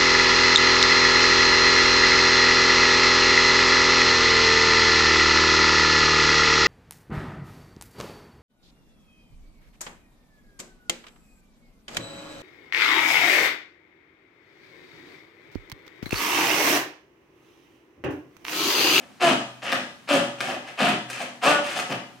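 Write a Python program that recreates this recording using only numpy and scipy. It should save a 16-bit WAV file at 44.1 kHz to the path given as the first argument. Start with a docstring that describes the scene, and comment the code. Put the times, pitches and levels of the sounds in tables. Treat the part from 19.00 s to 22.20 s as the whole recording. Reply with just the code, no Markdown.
"""A fret saw cuts veneer on a wooden saw table in a small workshop, about three strokes in two seconds. Quiet
room noise and a low hum run throughout. From 0.2 s, on each down stroke, the teeth strike the sheet, tear
fibres and ring the table; the blade sings, and the table jolts with a thud and booms. From 0.6 s, on each way
up, the blade only scrapes, and the lifted veneer slaps back. After each sound the room rings for half a second."""
import sys
import numpy as np
from scipy import signal
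from scipy.fft import rfft, irfft
from scipy.io import wavfile
from scipy.ndimage import uniform_filter1d

SR = 44100
rng = np.random.default_rng(int(sys.argv[2]) if len(sys.argv) > 2 else 0)


def unload_wav(signal):
    """Save mono or channel-first audio to the path in sys.argv[1] as 16-bit WAV at rate SR, clipped to [-1, 1]."""
    wavfile.write(
        sys.argv[1],
        SR,
        np.round(np.clip(np.atleast_2d(signal).T, -1, 1) * 32767).astype(np.int16),
    )


N = 141120


def undb(db):
    """Decibels to gain."""
    return 10 ** (np.asarray(db) / 20)


def unit_rms(x):
    """Scale to an rms of 1."""
    return x / np.sqrt(np.mean(x ** 2) + 1e-18)


def curve_at(table, f_hz):
    """Read a table on a log-frequency axis."""
    points = np.array(table, float)
    return np.interp(np.log(f_hz + 1), np.log(points[:, 0]), points[:, 1])


def wander(rate_hz):
    """Smooth random signal, spread near 1."""
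    step = int(SR / rate_hz)
    stairs = np.repeat(rng.standard_normal(N // step + 1), step)
    return uniform_filter1d(stairs, step)[:N] * np.sqrt(3 / 2)


def colour(x, spectrum, modes=(), size=8192):
    """Minimum-phase filter of unit energy: a smooth spectrum with resonances on top."""
    f_hz = np.fft.rfftfreq(size, 1 / SR)
    peaks_db = sum(lift_db / (1 + (2 * (f_hz - hz) / width_hz) ** 2) for hz, width_hz, lift_db in modes)
    cepstrum = irfft(np.log(undb(curve_at(spectrum, f_hz) + peaks_db)))
    cepstrum[1:size // 2] *= 2
    cepstrum[size // 2 + 1:] = 0
    response = irfft(np.exp(rfft(cepstrum)))
    return signal.fftconvolve(x, response / np.sqrt(np.sum(response ** 2)))[:N]


def clicks(times_s, gains):
    """Impulses, each shared between two samples."""
    out = np.zeros(N + 2)
    position = np.clip(np.asarray(times_s) * SR, 0, N)
    index = position.astype(int)
    np.add.at(out, index, gains * (1 - position + index))
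    np.add.at(out, index + 1, gains * (position - index))
    return out[:N]


# room noise spectrum: f/Hz, level/dB
AIR_SPECTRUM = [(20, -25), (80, -14), (240, 3), (400, -8), (700, -13), (1200, -9.5), (3000, -15.5),
                (8000, -24), (12000, -30), (16000, -39)]


def room_air(t, noise_db=-53, hum_hz=129, hum_db=-66):
    """Quiet room noise, half common to both sides, with a wavering hum."""
    common = rng.standard_normal(N)
    noise = np.array([colour(unit_rms(common + rng.standard_normal(N)), AIR_SPECTRUM) for _ in range(2)])
    hum = undb(hum_db + 2 * wander(6)) * np.sin(2 * np.pi * hum_hz * t)
    return undb(noise_db) * noise + hum


def stroke_force(age_s, attack_s, hold_s, fade_db_per_s):
    """Force of one stroke: it builds, holds and fades."""
    release_s = np.maximum(age_s - attack_s - hold_s, 0)
    return np.clip(age_s / attack_s, 0, 1) ** 1.14 * undb(-fade_db_per_s * release_s)


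def fibres(snaps_per_s=2600, scatter_db=7, grip_db=-0.97):
    """Dense tiny snaps of wood fibres under a wavering grip."""
    snaps = (rng.random(N) < snaps_per_s / SR) * rng.choice([-1, 1], N)
    gains = undb(scatter_db * np.clip(rng.standard_normal(N), -2, 2))
    return unit_rms(snaps * gains) * undb(grip_db * wander(70))


# resonances of table and sheet: f/Hz, width/Hz, lift/dB
WOOD_MODES = [(246, 20, 6), (323.6, 59, 8.5), (513, 45, 3.5), (574, 75, 7), (724.5, 35, 6.5),
              (768, 41, 4.5), (944, 39, 2.5), (1230, 186, 5.5), (1607, 48, 2.5), (1760, 180, 2.5),
              (2550, 440, 3.5), (2990, 640, 4)]
# spectra of rub, hiss and shaken table: f/Hz, level/dB
RUB_SPECTRUM = [(90, -28.5), (250, -2), (700, -3), (1800, 5), (3200, 0.5), (3800, -6.5), (6500, -12),
                (10000, -85), (16000, -59)]
HISS_SPECTRUM = [(1000, -24), (3500, 6), (5500, 4), (9000, 1.5), (11500, -9.5), (16000, -18)]
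TABLE_SPECTRUM = [(30, -42), (95, -23), (130, -4.5), (260, -4.5), (420, -9), (700, -0.5), (1200, -13.5),
                  (4000, -39.5)]
# light scrapes: t/s, attack/s, hold/s, rub/dB, hiss/dB, table/dB
KERF_SCRAPES = [(-.02, 0.0067, 0.0089, -44, -55, -43.5), (0.614, 0.019, 0.12, -30, -44.5, -37.5),
                (0.706, 0.022, 0.051, -55, -49.5, -36), (1.369, 0.053, 0.083, -33.5, -43.5, -35.5),
                (1.472, 0.0098, 0.063, -39, -65, -37), (1.64, 0.036, 0.017, -40, -51.5, -46.5),
                (2.08, 0.015, 0.1, -36, -44, -46.5), (2.197, 0.0073, 0.019, -34.5, -48, -32.5),
                (2.623, 0.026, 0.071, -32, -39.5, -60), (2.74, 0.027, 0.033, -30.5, -37.5, -33),
                (2.885, 0.024, 0.011, -29.5, -47, -26.5)]


def scrapes(t, fade_db_per_s=253):
    """The backs of the teeth rub through the kerf and lightly shake the table."""
    drives = np.zeros((3, N))
    for start_s, attack_s, hold_s, *levels_db in KERF_SCRAPES:
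        drives += undb(levels_db)[:, None] * stroke_force(t - start_s, attack_s, hold_s, fade_db_per_s)
    spectra = RUB_SPECTRUM, HISS_SPECTRUM, TABLE_SPECTRUM
    return sum(colour(drive * fibres(), spectrum, WOOD_MODES) for drive, spectrum in zip(drives, spectra))


def bending_waves(x, spread_s=0.001992):
    """Bending waves in the sheet: each frequency leaves with its own small delay."""
    spectrum = rfft(x)
    delay_s = spread_s * np.abs(wander(60)[:len(spectrum)])
    return irfft(spectrum * np.exp(-2j * np.pi * np.cumsum(delay_s) * SR / N), N)


# blade speed on the down strokes: t/s, tooth rate/Hz
BLADE_SPEED = [(.215, 371.2), (.24, 350.4), (.262, 347.4), (.295, 325.5), (1.1, 285.7), (1.17, 278.1),
               (1.25, 284), (1.8, 240.9), (1.835, 226.2), (1.88, 246.6), (2.44, 264.1), (2.49, 296.4),
               (2.6, 293.9)]


def tooth_rate(t, unsteadiness=0.015):
    """Teeth crossing the sheet per second, driven by an unsteady hand."""
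    return np.interp(t, *np.array(BLADE_SPEED).T) * (1 + unsteadiness * wander(60))


def tooth_knocks(t, cycles, scatter_cycles=0.0802, scatter_db=7.5):
    """One impulse per tooth; uneven teeth scatter timing and level."""
    teeth = np.arange(int(cycles[-1]))
    timing, strength = rng.standard_normal((N // 64, 2))[:len(teeth)].T
    times_s = np.interp(teeth + scatter_cycles * timing, cycles, t)
    return clicks(times_s, undb(scatter_db * np.tanh(strength)))


# spectra of tearing, tooth knocks and table thrum: f/Hz, level/dB
RASP_SPECTRUM = [(70, -54), (200, -4), (450, 0), (650, 2), (1200, 0), (3200, 0), (3850, -9.5), (6500, -23),
                 (10000, -28), (16000, -39)]
TEETH_SPECTRUM = [(70, -38), (260, -9.5), (430, -1), (600, 0.5), (1000, -1.5), (1500, -3), (2800, -7.5),
                  (4500, -12), (16000, -47)]
THRUM_SPECTRUM = [(30, -42), (95, -36), (135, -6), (215, -4), (320, -5), (450, -3), (900, -24.5),
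                  (4000, -54)]
# down strokes: t/s, attack/s, hold/s, fade/(dB/s), rasp/dB, hiss/dB, teeth/dB, thrum/dB
DOWN_STROKES = [(0.196, 0.028, 0.077, 268, -23, -32, -22.5, -27.5),
                (1.071, 0.033, 0.044, 176, -21, -30.5, -25.5, -25.5),
                (1.769, 0.032, 0.095, 269, -22.5, -37, -25.5, -27.5),
                (2.411, 0.034, 0.065, 219, -20.5, -32.5, -23, -32)]


def cuts(t, tooth_hz, brake_s=0.095, slowest_hz=124.4, tear_cycles=0.3, tear_floor=0.24, lag_s=0.019):
    """Each tooth knocks the sheet and tears fibres; the cut hisses and the table thrums just after."""
    rasp, hiss, teeth, thrum = np.zeros((4, N))
    for start_s, attack_s, hold_s, fade_db_per_s, rasp_db, hiss_db, teeth_db, thrum_db in DOWN_STROKES:
        age_s = t - start_s
        force = stroke_force(age_s, attack_s, hold_s, fade_db_per_s)
        late_force = stroke_force(age_s - lag_s, attack_s, hold_s, fade_db_per_s)
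        # the saw brakes to a coarse chatter at the bottom of the stroke
        braking = np.exp(-np.maximum(age_s - attack_s - hold_s, 0) / brake_s)
        rate_hz = np.maximum(tooth_hz * braking, slowest_hz)
        cycles = np.cumsum(rate_hz) / SR
        knocks = np.sqrt(SR / rate_hz) * tooth_knocks(t, cycles)
        bursts = tear_floor + np.exp(-(cycles % 1) / tear_cycles)
        tearing = unit_rms(bursts * rng.standard_normal(N))
        rasp += undb(rasp_db) * force * tearing
        hiss += undb(hiss_db) * force ** 1.2 * fibres()
        teeth += undb(teeth_db) * force * knocks
        thrum += undb(thrum_db) * late_force ** 1.24 * unit_rms(knocks + 1.58 * tearing)
    sheet = colour(rasp, RASP_SPECTRUM, WOOD_MODES) + colour(teeth, TEETH_SPECTRUM, WOOD_MODES)
    sheet += colour(hiss, HISS_SPECTRUM)
    return bending_waves(sheet) + colour(thrum, THRUM_SPECTRUM, WOOD_MODES)


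# blade notes: t/s, length/s, multiple of tooth rate, level/dB, overtones/dB re note, groan/dB
BLADE_NOTES = [(0.209, 0.12, 2, -14, -6.5, -21), (1.087, 0.168, 2, -18, -12, -17),
               (1.81, 0.12, 3, -24.5, -32, -33), (2.442, 0.17, 2, -16, -1.5, -27.5)]
# blade overtones: multiple of tooth rate, relative level/dB
BLADE_OVERTONES = [(3, -7), (4, -4), (5, -4), (6, -10)]


def blade_song(t, tooth_hz, edge_s=0.029, flutter_db=3, fade_db_per_s=35.6,
               groan_peak_s=0.053, groan_width_s=0.031):
    """The taut blade rings on a multiple of the tooth rate, over a brief groan at the rate itself."""
    out = np.zeros(N)
    phase = 2 * np.pi * np.cumsum(tooth_hz) / SR
    for start_s, length_s, multiple, level_db, overtones_db, groan_db in BLADE_NOTES:
        age_s = np.clip(t - start_s, 0, length_s)
        gate = np.clip(np.minimum(age_s, length_s - age_s) / edge_s, 0, 1)
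        upper = sum(undb(db + flutter_db * wander(50)) * np.sin(k * phase) for k, db in BLADE_OVERTONES)
        note = undb(flutter_db * np.tanh(wander(70))) * np.sin(multiple * phase)
        note += undb(overtones_db) * upper
        groan = np.exp(-((age_s - groan_peak_s) / groan_width_s) ** 2) * np.sin(phase)
        out += gate * (undb(level_db - fade_db_per_s * age_s) * note + undb(groan_db) * groan)
    return out


# table jolts: t/s, thud/dB, boom/dB
TABLE_JOLTS = [(0.317, -18.5, -34.5), (1.189, -23, -37.5), (1.828, -17.5, -38), (1.902, -21, -35),
               (2.466, -32, -43), (2.93, -29.5, -42)]


def jolts(t, thud_hz=219, thud_width_s=0.012, boom_hz=125.2, boom_rise_s=0.023, boom_t60_s=0.87):
    """The table jolts with a thud; its lowest mode swells and booms on."""
    out = np.zeros(N)
    for at_s, thud_db, boom_db in TABLE_JOLTS:
        offset_s = t - at_s
        thud = np.exp(-(offset_s / thud_width_s) ** 2) * np.sin(2 * np.pi * thud_hz * offset_s)
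        age_s = np.maximum(offset_s, 0)
        swell = np.minimum(age_s / boom_rise_s, 1) * undb(-60 * age_s / boom_t60_s)
        boom = swell * np.sin(2 * np.pi * boom_hz * age_s)
        out += undb(thud_db) * thud + undb(boom_db) * boom
    return out


# clack spectrum: f/Hz, level/dB
CLACK_SPECTRUM = [(80, -74), (200, 2), (700, -5), (1900, 8.5), (3200, -1), (4500, -4), (9000, -21),
                  (16000, -24)]
# veneer slaps: t/s, relative clack/dB, relative edge/dB
VENEER_SLAPS = [(0.72, -7, -35), (0.7253, -3, -45), (.7312, -5, -42), (1.406, -5, -38), (1.411, -9, -32),
                (2.1008, -18.5, -29.5), (2.107, -20.5, -30), (2.131, -20, -33), (2.2194, -16, -31.5),
                (2.79, -10, -35), (2.801, -16, -27), (2.926, -25, -32)]


def slaps(t, rattle_s=0.0024):
    """The sheet snaps back on the table: a woody clack with a brief rattle and a bright edge."""
    clack, edge = np.zeros((2, N))
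    for at_s, clack_db, edge_db in VENEER_SLAPS:
        rattle = (t > at_s) * np.exp(-np.abs(t - at_s) / rattle_s) * rng.standard_normal(N)
        crack = clicks([at_s], 1) + rattle / np.sqrt(np.sum(rattle ** 2))
        clack += undb(clack_db) * crack
        edge += undb(edge_db) * crack
    return undb(7) * colour(clack, CLACK_SPECTRUM, WOOD_MODES) + undb(15) * colour(edge, HISS_SPECTRUM)


# room decay: f/Hz, T60/s
WORKSHOP_DECAY = [(120, 0.54), (300, 0.28), (700, 0.5661), (2500, 0.4055), (6000, 0.65), (14000, 0.15)]
# room width: f/Hz, side/dB re mid
WORKSHOP_WIDTH = [(100, -32), (260, -19.5), (520, -11), (1000, -2), (3000, 1.5), (12000, 2)]


def workshop_ring(t, build_s=0.00047, smoothing_hz=30):
    """Stereo room response: decaying octave bands, even in colour, the bass alike on both sides."""
    f_hz = np.fft.rfftfreq(N, 1 / SR)
    mid, side = rfft(rng.standard_normal((2, N)))
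    width = undb(curve_at(WORKSHOP_WIDTH, f_hz))
    pair = np.array([mid + width * side, mid - width * side]) / np.sqrt(1 + width ** 2)
    centres_hz = np.geomspace(60, 15360, 9)
    ring = np.zeros((2, N))
    for hz, weights in zip(centres_hz, np.eye(len(centres_hz))):
        band = irfft(pair * curve_at(np.c_[centres_hz, weights], f_hz), N)
        ring += band * undb(-60 * t / curve_at(WORKSHOP_DECAY, hz))
    spectrum = rfft(ring * np.clip(t / build_s, 0, 1))
    power = uniform_filter1d(np.mean(np.abs(spectrum) ** 2, axis=0), size=int(smoothing_hz * N / SR))
    ring = irfft(spectrum / np.sqrt(power), N)[:, :SR]
    return ring / np.sqrt(np.sum(ring ** 2) / 2)


# stereo balance: f/Hz, left minus right/dB
SAW_BALANCE = [(100, 0.7), (500, 1.1), (2000, 2.5), (4000, 1.6), (13000, 1.2)]


def scene(wood_send_db=1, tone_send_db=-4.5, saw_db=-3):
    """The saw, a little to the left, and its ring in the room, over quiet air."""
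    t = np.arange(N) / SR
    tooth_hz = tooth_rate(t)
    wood = cuts(t, tooth_hz) + bending_waves(scrapes(t)) + slaps(t)
    tones = blade_song(t, tooth_hz) + jolts(t)
    send = undb(wood_send_db) * wood + undb(tone_send_db) * tones
    reverb = signal.fftconvolve(send[None], workshop_ring(t), axes=1)[:, :N]
    balance_db = curve_at(SAW_BALANCE, np.fft.rfftfreq(N, 1 / SR))
    pan = undb([balance_db / 2, -balance_db / 2])
    saw = irfft(rfft(wood + tones + reverb) * pan, N)
    return undb(saw_db) * saw + room_air(t)


def record(dry, cutoff_hz=15850):
    """Steep elliptic low-pass."""
    return signal.sosfilt(signal.ellip(10, .2, 80, cutoff_hz, fs=SR, output="sos"), dry)


dry = scene()
out = record(dry)
unload_wav(out)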